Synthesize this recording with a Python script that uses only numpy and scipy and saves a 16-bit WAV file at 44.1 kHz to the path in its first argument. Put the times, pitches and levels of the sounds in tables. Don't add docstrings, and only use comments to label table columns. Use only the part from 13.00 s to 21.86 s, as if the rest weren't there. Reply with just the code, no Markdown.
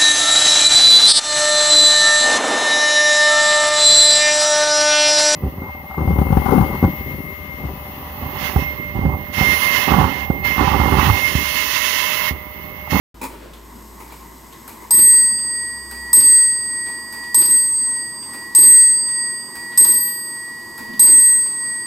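import sys
import numpy as np
from scipy import signal
from scipy.fft import rfft, irfft, next_fast_len
from scipy.io import wavfile

SR = 44100
rng = np.random.default_rng(int(sys.argv[2]) if len(sys.argv) > 2 else 0)


def store_wav(level_fs):
    pcm = np.round(np.clip(np.atleast_2d(level_fs), -1, 1) * 32767)
    wavfile.write(sys.argv[1], SR, pcm.T.astype(np.int16))


N = 390726
T = np.arange(N) / SR


def from_db(db):
    return 10 ** (np.asarray(db) / 20)


def at_hz(points, hz):
    f, value = np.transpose(points)
    return np.interp(np.log(hz + 1e-9), np.log(f), value)


def lagged(x, seconds):
    r = np.exp(-1 / (seconds * SR))
    return signal.lfilter([1 - r], [1, -r], x)


def drift(rate, size=1):
    knots = rng.standard_normal((size, 4000))
    return np.array([np.interp(T * rate, np.arange(len(k)), k) for k in knots])


# (frequency [Hz], likeness [0-1])
LIKENESS = [(40, 1), (130, 0.85), (300, 0.85), (600, 0.33), (1000, 0.72), (2500, 0.47), (6000, 0.91),
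            (15000, 1)]


def noise(colour, peaks=(), ripple_db=3.0, ripple_hz=14):
    size = next_fast_len(N)
    hz = np.arange(size // 2 + 1) * SR / size
    db = at_hz(colour, hz)
    for f, width, lift in peaks:
        db = db + lift / (1 + (2 * (hz - f) / width) ** 2)
    ripple = rng.standard_normal(4000)
    ripple_depth_db = ripple_db * np.minimum(hz / 1500, 1)
    db = db + ripple_depth_db * np.interp(hz / ripple_hz, np.arange(len(ripple)), ripple)
    alike = np.clip(at_hz(LIKENESS, hz), 0, 1)
    mid, side = rfft(rng.standard_normal((2, size)))
    left_right = np.sqrt(1 + alike) * mid + np.sqrt(1 - alike) * side * [[1], [-1]]
    out = irfft(from_db(db) * left_right, size)[:, :N]
    return out / out.std()


ROOM_T60_S = 0.57


def bursts(events, t60, room_db, rise_s):
    power = np.zeros(N)
    for s, db in events:
        power[int(s * SR)] += from_db(db) ** 2

    def decaying(seconds):
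        return signal.lfilter([1], [1, -from_db(-60 / (seconds * SR)) ** 2], power + 1e-18)

    direct, tail = decaying(t60), decaying(ROOM_T60_S)
    return np.sqrt(lagged(direct + from_db(room_db) ** 2 * tail, rise_s))


def after(times, pattern):
    return [(s + delay, db) for s in times for delay, db in pattern]


def latest(times):
    which = np.maximum(np.searchsorted(times, T) - 1, 0)
    return which, np.maximum(T - times[which], 0)


# (time [s], level [dB])
DRONE = [(0.16, -45), (0.22, -44.5), (1.23, -45.5), (1.78, -57), (1.8, -50.5), (2.61, -53), (2.98, -43),
         (3.42, -55.5), (5.3, -58)]
# (frequency [Hz], relative density [dB])
ROOM_TONE = [(20, -9), (40, -29), (70, -5), (120, -1.5), (230, -0.5), (350, 2.5), (550, -9), (1000, -8),
             (2000, -18), (4000, -20), (8000, -30.5), (16000, -35)]
DRONE_START_HZ, DRONE_END_HZ, DRONE_RISE_S = 54, 65.2, 3.6
DRONE_FADE_DB_PER_S = 12


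def room(tone_db=-45.5, drone_gain_db=1.0):
    s, db = np.transpose(DRONE)
    hz = np.interp(T, [0, DRONE_RISE_S], [DRONE_START_HZ, DRONE_END_HZ])
    fade_db = DRONE_FADE_DB_PER_S * np.maximum(T - s[-1], 0)
    level = from_db(drone_gain_db + np.interp(T, s, db) - fade_db)
    drone = np.sqrt(2) * level * np.sin(2 * np.pi * np.cumsum(hz) / SR)
    return drone + from_db(tone_db) * noise(ROOM_TONE)


# (time [s], level [dB])
LEVER_DROPS = [(1.678, -29.5), (2.911, -30), (4.125, -31), (5.3335, -32.5), (6.554, -31.5), (7.778, -30.5)]


def lever_drops():
    return np.array(LEVER_DROPS)[:, 0]


# (time [s], level [dB])
KNOCKS = [(1.0, -38.5), (1.12, -40.5), (1.821, -43), (2.13, -40.5), (3.87, -40), (8.46, -44)]
# (time [s], level [dB])
BOOMS = [(.75, -40.5), (2.3, -44), (7.8, -41), (7.88, -33.5)]
# (frequency [Hz], relative density [dB])
TRAIN = [(100, -11.5), (220, 3), (360, 1.5), (540, -17), (760, -11.5), (930, 9.5), (1090, 2), (1350, -17),
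         (1700, -10), (2050, -0.5), (2700, -33.5), (7000, -26.5), (16000, -34.5)]
FAN = [(300, -18), (1500, -22), (3000, -5.5), (7000, 3.5), (9500, -7.5), (11500, 5.5), (14500, 2.5),
       (16000, -8.5)]
LEVER = [(200, -10.5), (1000, 2), (1600, 9.5), (3000, -12), (5500, -7), (9000, -7), (12000, 3),
         (16000, -8.5)]
TICK_TOCK = [(200, -17), (1000, -2.5), (2200, -5), (3500, -0.5), (4800, -10.5), (8000, -10.5), (15000, -16)]
BOOM = [(60, -27), (150, -16.5), (235, -5.5), (330, -17), (500, -27.5), (1500, -34), (16000, -66)]
# (frequency [Hz], width [Hz], lift [dB])
WORKS = [(2850, 150, 9), (4000, 180, 7.5), (5170, 660, 7), (6700, 130, 8.5), (7985, 670, 11.5),
         (8610, 390, 12), (11820, 450, 9), (13050, 260, 5)]
# (frequency [Hz], width [Hz], lift [dB])
CASE_MODES = [(148, 12, -0.5), (214, 16, 4.5), (250, 25, 5), (285, 25, -13), (314, 16, 5.5), (351, 4, 7),
              (630, 12, 14), (940, 72, 0.5), (973, 47, -4.5), (1069, 34, 8)]
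RELEASE_S, SPIN_UP_S, IDLE_DB, RUNNING_DB = .5, .3, -50.5, -43.5
FIRST_TICK_S, SWING_S, TOCK_S, PENDULUM_DB = .533, 1.85, .992, -42.5
LEVER_BOUNCE_S, LEVER_BOUNCE_LOSS_DB = 0.015, 8


def movement(flutter_db=2.0, flutter_rate=22, load_db=3.0, fan_db=-49):
    lifting = sum(np.exp(-((T - s + 0.11) / 0.23) ** 2) for s in blows())
    running = from_db(np.interp(T, [RELEASE_S, RELEASE_S + SPIN_UP_S], [IDLE_DB, RUNNING_DB]))
    uneven = from_db(load_db * (lifting - 1) + flutter_db * drift(flutter_rate))
    gears = running * uneven * noise(TRAIN, CASE_MODES)
    fan = from_db(fan_db) * running / np.median(running) * noise(FAN, WORKS)

    bounces = [(s + LEVER_BOUNCE_S, db - LEVER_BOUNCE_LOSS_DB) for s, db in LEVER_DROPS]
    ticks = bursts(LEVER_DROPS + bounces, t60=0.035, room_db=-15.0, rise_s=.0006) * noise(LEVER, WORKS)

    first_tick_and_tock = (FIRST_TICK_S, FIRST_TICK_S + TOCK_S)
    escapes = [(s, PENDULUM_DB) for first in first_tick_and_tock for s in np.arange(first, N / SR, SWING_S)]
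    tick_tock = bursts(escapes, t60=0.087, room_db=-5.5, rise_s=.002) * noise(TICK_TOCK)

    all_knocks = after(lever_drops(), [(.008, -38.5)]) + KNOCKS
    knocks = bursts(all_knocks, t60=0.093, room_db=-0.5, rise_s=0.0015) * noise(DOOR_COLOUR)
    booms = bursts(BOOMS, t60=0.55, room_db=-5.5, rise_s=0.009) * noise(BOOM, CASE_MODES)
    return gears + fan + ticks + tick_tock + knocks + booms


# (time [s], level [dB])
DOOR = [(.214, -25.5), (.229, -24.5), (.238, -24.5), (.251, -30)]
# (time [s], level [dB])
SETTLING = [(.30, -37.5), (.41, -38)]
# (frequency [Hz], relative density [dB])
DOOR_COLOUR = [(35, -36), (60, -3.5), (149, -19), (238, 0.5), (308, -4), (380, -4.5), (749, -13), (903, 2),
               (1550, -21), (2350, -10), (2840, -23), (5460, -22), (6000, -27), (7060, -20), (16000, -24)]
WOOD = [(100, -13), (350, -2.5), (600, -4), (850, -20), (1400, -14), (2500, -17.5), (6000, -31),
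        (16000, -41)]


def door():
    # (frequency [Hz], width [Hz], lift [dB])
    resonances = [(245, 26, 3.1), (927, 63, 3.6), (2380, 30, 7.9), (2560, 62, 8.7)]
    latch = bursts(DOOR, t60=0.13, room_db=-12, rise_s=0.0017) * noise(DOOR_COLOUR, resonances)
    return latch + bursts(SETTLING, t60=0.47, room_db=-13, rise_s=0.028) * noise(WOOD)


# (time after the blow [s], level [dB])
THUDS = [(.023, -36.5), (.075, -37.5)]
# (time after the blow [s], level [dB])
CLATTER = [(.074, -36.5)]
# (time [s], level [dB])
SCRAPES = [(1.1, -47.5), (3.86, -47), (6.716, -44), (8.46, -50)]
# (frequency [Hz], relative density [dB])
CLICK = [(100, -13), (500, -31), (750, -17.5), (990, 10), (1350, -7), (2000, -19), (3000, -12.5),
         (3750, -1.5), (4250, -4), (5100, 1.5), (6000, -3.5), (8000, 1), (13000, -7), (16000, -6)]
SCRAPE = [(200, -21.5), (700, 2), (1400, 5.5), (2300, 5), (3000, 1.5), (4200, 3.5), (6000, -23),
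          (15000, -23.5)]
CASE = [(30, -21.5), (55, -12.5), (78, 7.5), (120, -7.5), (230, 0), (350, 7), (530, -13), (900, -6),
        (1500, -15.5), (2300, -19.5), (3500, -13), (6000, -38), (16000, -35.5)]


def hammer(click_gain_db=-1, rattle_db=3.0, rattle_rate=160):
    contacts = bursts(touches(), t60=0.046, room_db=-14.0, rise_s=0.00029)
    clicks = from_db(click_gain_db) * contacts * noise(CLICK, WORKS)
    clatter = bursts(after(blows(), CLATTER), t60=0.19, room_db=-7.5, rise_s=0.0033)
    all_scrapes = after(lever_drops(), [(.001, -51)]) + SCRAPES
    scrapes = bursts(all_scrapes, t60=0.33, room_db=-4, rise_s=0.0036)
    shaking = bursts(after(blows(), THUDS), t60=0.8, room_db=-2, rise_s=0.0049)
    shaking = shaking * from_db(rattle_db * drift(rattle_rate))
    return clicks + (clatter + scrapes) * noise(SCRAPE) + shaking * noise(CASE, CASE_MODES)


OVERTONE_HZ = [935, 4900, 5120, 6740, 8125, 8191, 12130, 12214, 12390, 12913]
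# (level against the touch [dB], t60 [s])
OVERTONES = [(-16.5, 0.14), (-15, 0.083), (-35, 0.057), (-15.5, 0.032), (-26, 0.17), (-26, .2), (-19, .1),
             (-14, 0.14), (-8, 0.19), (-16.5, .13)]


def overtones(spread_db=6.5):
    s, touch_db = touches().T
    out = np.zeros((2, N))
    for hz, (db, t60) in zip(OVERTONE_HZ, OVERTONES):
        impulses = np.full((2, N), 1e-18)
        random_db = spread_db * rng.standard_normal((len(s), 2)).T
        impulses[:, (s * SR).astype(int)] = from_db(touch_db + db + random_db)
        r = np.exp(-np.log(1000) / (t60 * SR))
        w = 2 * np.pi * hz / SR
        out += signal.lfilter([0, np.sin(w)], [1, -2 * r * np.cos(w), r * r], impulses)
    return out


# (time [s], strength, added to partials 1-3 while under the hammer [dB], rebound level [dB],
# ring left in partials 1, 2, 3, 4 [dB], twin share of partials 1, 2 [0-1], beat shift of partials 1, 3 [s])
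STROKES = [(1.9074, -2.5, -33, -37.5, -21.5, -6, -18.5, 0.45, .2, 0.02, -0.0098),
           (3.1304, 0, -23, -35.5, -22.5, -7, -25, .28, 0.1, 0.01, -0.01),
           (4.3447, -2, -21, -43.5, -24.5, -11, -28, 0.94, 0.38, -0.062, -0.17),
           (5.5495, 0.3, -43.5, -38.3, -20.5, -4, -21, 0.61, 0.3, -0.021, -0.0027),
           (6.775, 0, -18, -37, -27.5, -10.5, -21.5, .27, 0, -0.014, -0.13),
           (7.9942, 0, -34, -37.5, -26, -4, -25.5, 0.55, 0.37, 0.012, 0.047)]


def blows():
    return np.array(STROKES)[:, 0]


# (time [s], level [dB],
# change of the partials until the next blow, before each partial's share [dB])
LATE_TOUCHES = [(4.456, -22, -1), (4.509, -32.5, 6), (6.92, -24, -1), (6.982, -33, -5),
                (8.198, -31.5, -1.2)]
BLOW_DB, BOUNCE_S, BOUNCE_DB, REBOUND_S = -16, .036, -27, .072


def rebounds():
    regular = [(s + REBOUND_S, db) for s, strength, db, *ring in STROKES]
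    return np.array(sorted(regular + [(s, db) for s, db, change in LATE_TOUCHES]))


def touches():
    struck = after(blows(), [(0, BLOW_DB), (BOUNCE_S, BOUNCE_DB)])
    return np.array(sorted(struck + [tuple(row) for row in rebounds()]))


CHOKE_DB, CHOKE_S = 14, 0.032


def hammer_damping():
    stroke, _ = latest(blows())
    rebound, since_rebound = latest(rebounds()[:, 0])
    hardness = from_db(rebounds()[rebound, 1] - BLOW_DB)
    choke_db = CHOKE_DB * hardness * np.exp(-(since_rebound / CHOKE_S) ** 2)
    lasting_db = sum(change * (T > s) * (stroke == stroke[int(s * SR)]) for s, db, change in LATE_TOUCHES)
    return lasting_db - choke_db


def ears(left_db, left_lead):
    return from_db([[left_db], [0]]) * np.exp(1j * np.array([[left_lead], [0]]))


def partial(hz, envelope, ruffle, attack_s, scatter_hz=110):
    scatter = drift(scatter_hz) + 1j * drift(scatter_hz) + .5 * drift(scatter_hz, size=2)
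    ring = lagged(envelope * (T > blows()[0]) * (1 + ruffle * scatter), attack_s)
    return np.sqrt(2) * np.real(ring * np.exp(2j * np.pi * hz * T))


PARTIAL_HZ = [1921.1, 4738.8, 8251.7, 12341.6]
TWIN_HZ = [2.17, -4.96, 2.2]
# (level under the hammer [dB], t60 [s], swell as the room fills [dB], attack [s],
# share of the hammer's damping [0-1], first lull [s], left level [dB], twin's left level [dB],
# left lead [radians], ruffle after a touch [0-1], slow sway [dB])
PARTIALS = [(-35, 37, 5.5, 0.011, 0.15, 0.01, -1.04, -0.5, 0.13, 0.52, 0),
            (-30.5, 6.46, -6, 0.0017, 0, .17, -10.5, -7.5, 1.46, 0.29, 2.2),
            (-7, 1.708, 4.5, 0.0019, 0.97, 0.027, -0.6, 0.6, 0.16, 0.05, 0.5)]
SWAY_PERIOD_S, SWAY_LOW_S = .94, 2.85
MAIN_TWIN_SHARE = 0.27
TOP_DB, TOP_HOLD_S, TOP_T60_S, TOP_LEFT_DB, TOP_LEAD_RAD, TOP_RUFFLE = -20.5, 0.067, 0.64, 1, .38, 0.44


def bell(fill_s=0.084, scatter_t60=0.37, waver=0.035):
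    stroke, since_stroke = latest(blows())
    _, since_touch = latest(touches()[:, 0])
    columns = np.array(STROKES)[stroke].T
    _, strength_db, _, *ring_db, top_db, low_share, middle_share, low_shift, main_shift = columns
    shares = (low_share, middle_share, MAIN_TWIN_SHARE)
    shifts = (low_shift, 0, main_shift)
    free = since_stroke > REBOUND_S
    filled = 1 - np.exp(-since_stroke / fill_s)
    unsettled = from_db(-60 * since_touch / scatter_t60)
    damping_db = hammer_damping()
    sway = -np.cos(2 * np.pi * (T - SWAY_LOW_S) / SWAY_PERIOD_S)

    out = np.zeros((2, N))
    for k, row in enumerate(PARTIALS):
        struck_db, t60, swell_db, attack_s, damped, lull = row[:6]
        left_db, twin_left_db, left_lead, scatter, sway_db = row[6:]
        fade_db = -60 * since_stroke / t60
        free_db = ring_db[k] + fade_db + swell_db * filled + sway_db * sway + damped * damping_db
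        level = from_db(np.where(free, free_db, struck_db + strength_db))
        turns = TWIN_HZ[k] * (since_stroke - lull - shifts[k])
        twin = free * shares[k] * from_db([[twin_left_db], [0]]) * np.exp(2j * np.pi * turns)
        envelope = level * (ears(left_db, left_lead) - twin)
        out += partial(PARTIAL_HZ[k], envelope, scatter * unsettled + waver, attack_s)

    top_fade_db = -60 * np.maximum(since_touch - TOP_HOLD_S, 0) / TOP_T60_S
    top = from_db(np.where(free, top_db, TOP_DB) + top_fade_db) * ears(TOP_LEFT_DB, TOP_LEAD_RAD)
    return out + partial(PARTIAL_HZ[-1], top, TOP_RUFFLE * unsettled + waver, attack_s=0.00046)


def scene():
    surroundings = room() + movement() + door() + hammer()
    return surroundings * from_db([[.4], [-.4]]) + overtones() + bell()


START_S, CUTOFF_HZ = .143, 15900


def record(dry):
    opened = lagged(1.0 * (T > START_S), 0.0004)
    low_pass = signal.ellip(10, .1, 80, CUTOFF_HZ, fs=SR, output="sos")
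    return signal.sosfilt(low_pass, dry * opened)


dry = scene()
out = record(dry)
store_wav(out)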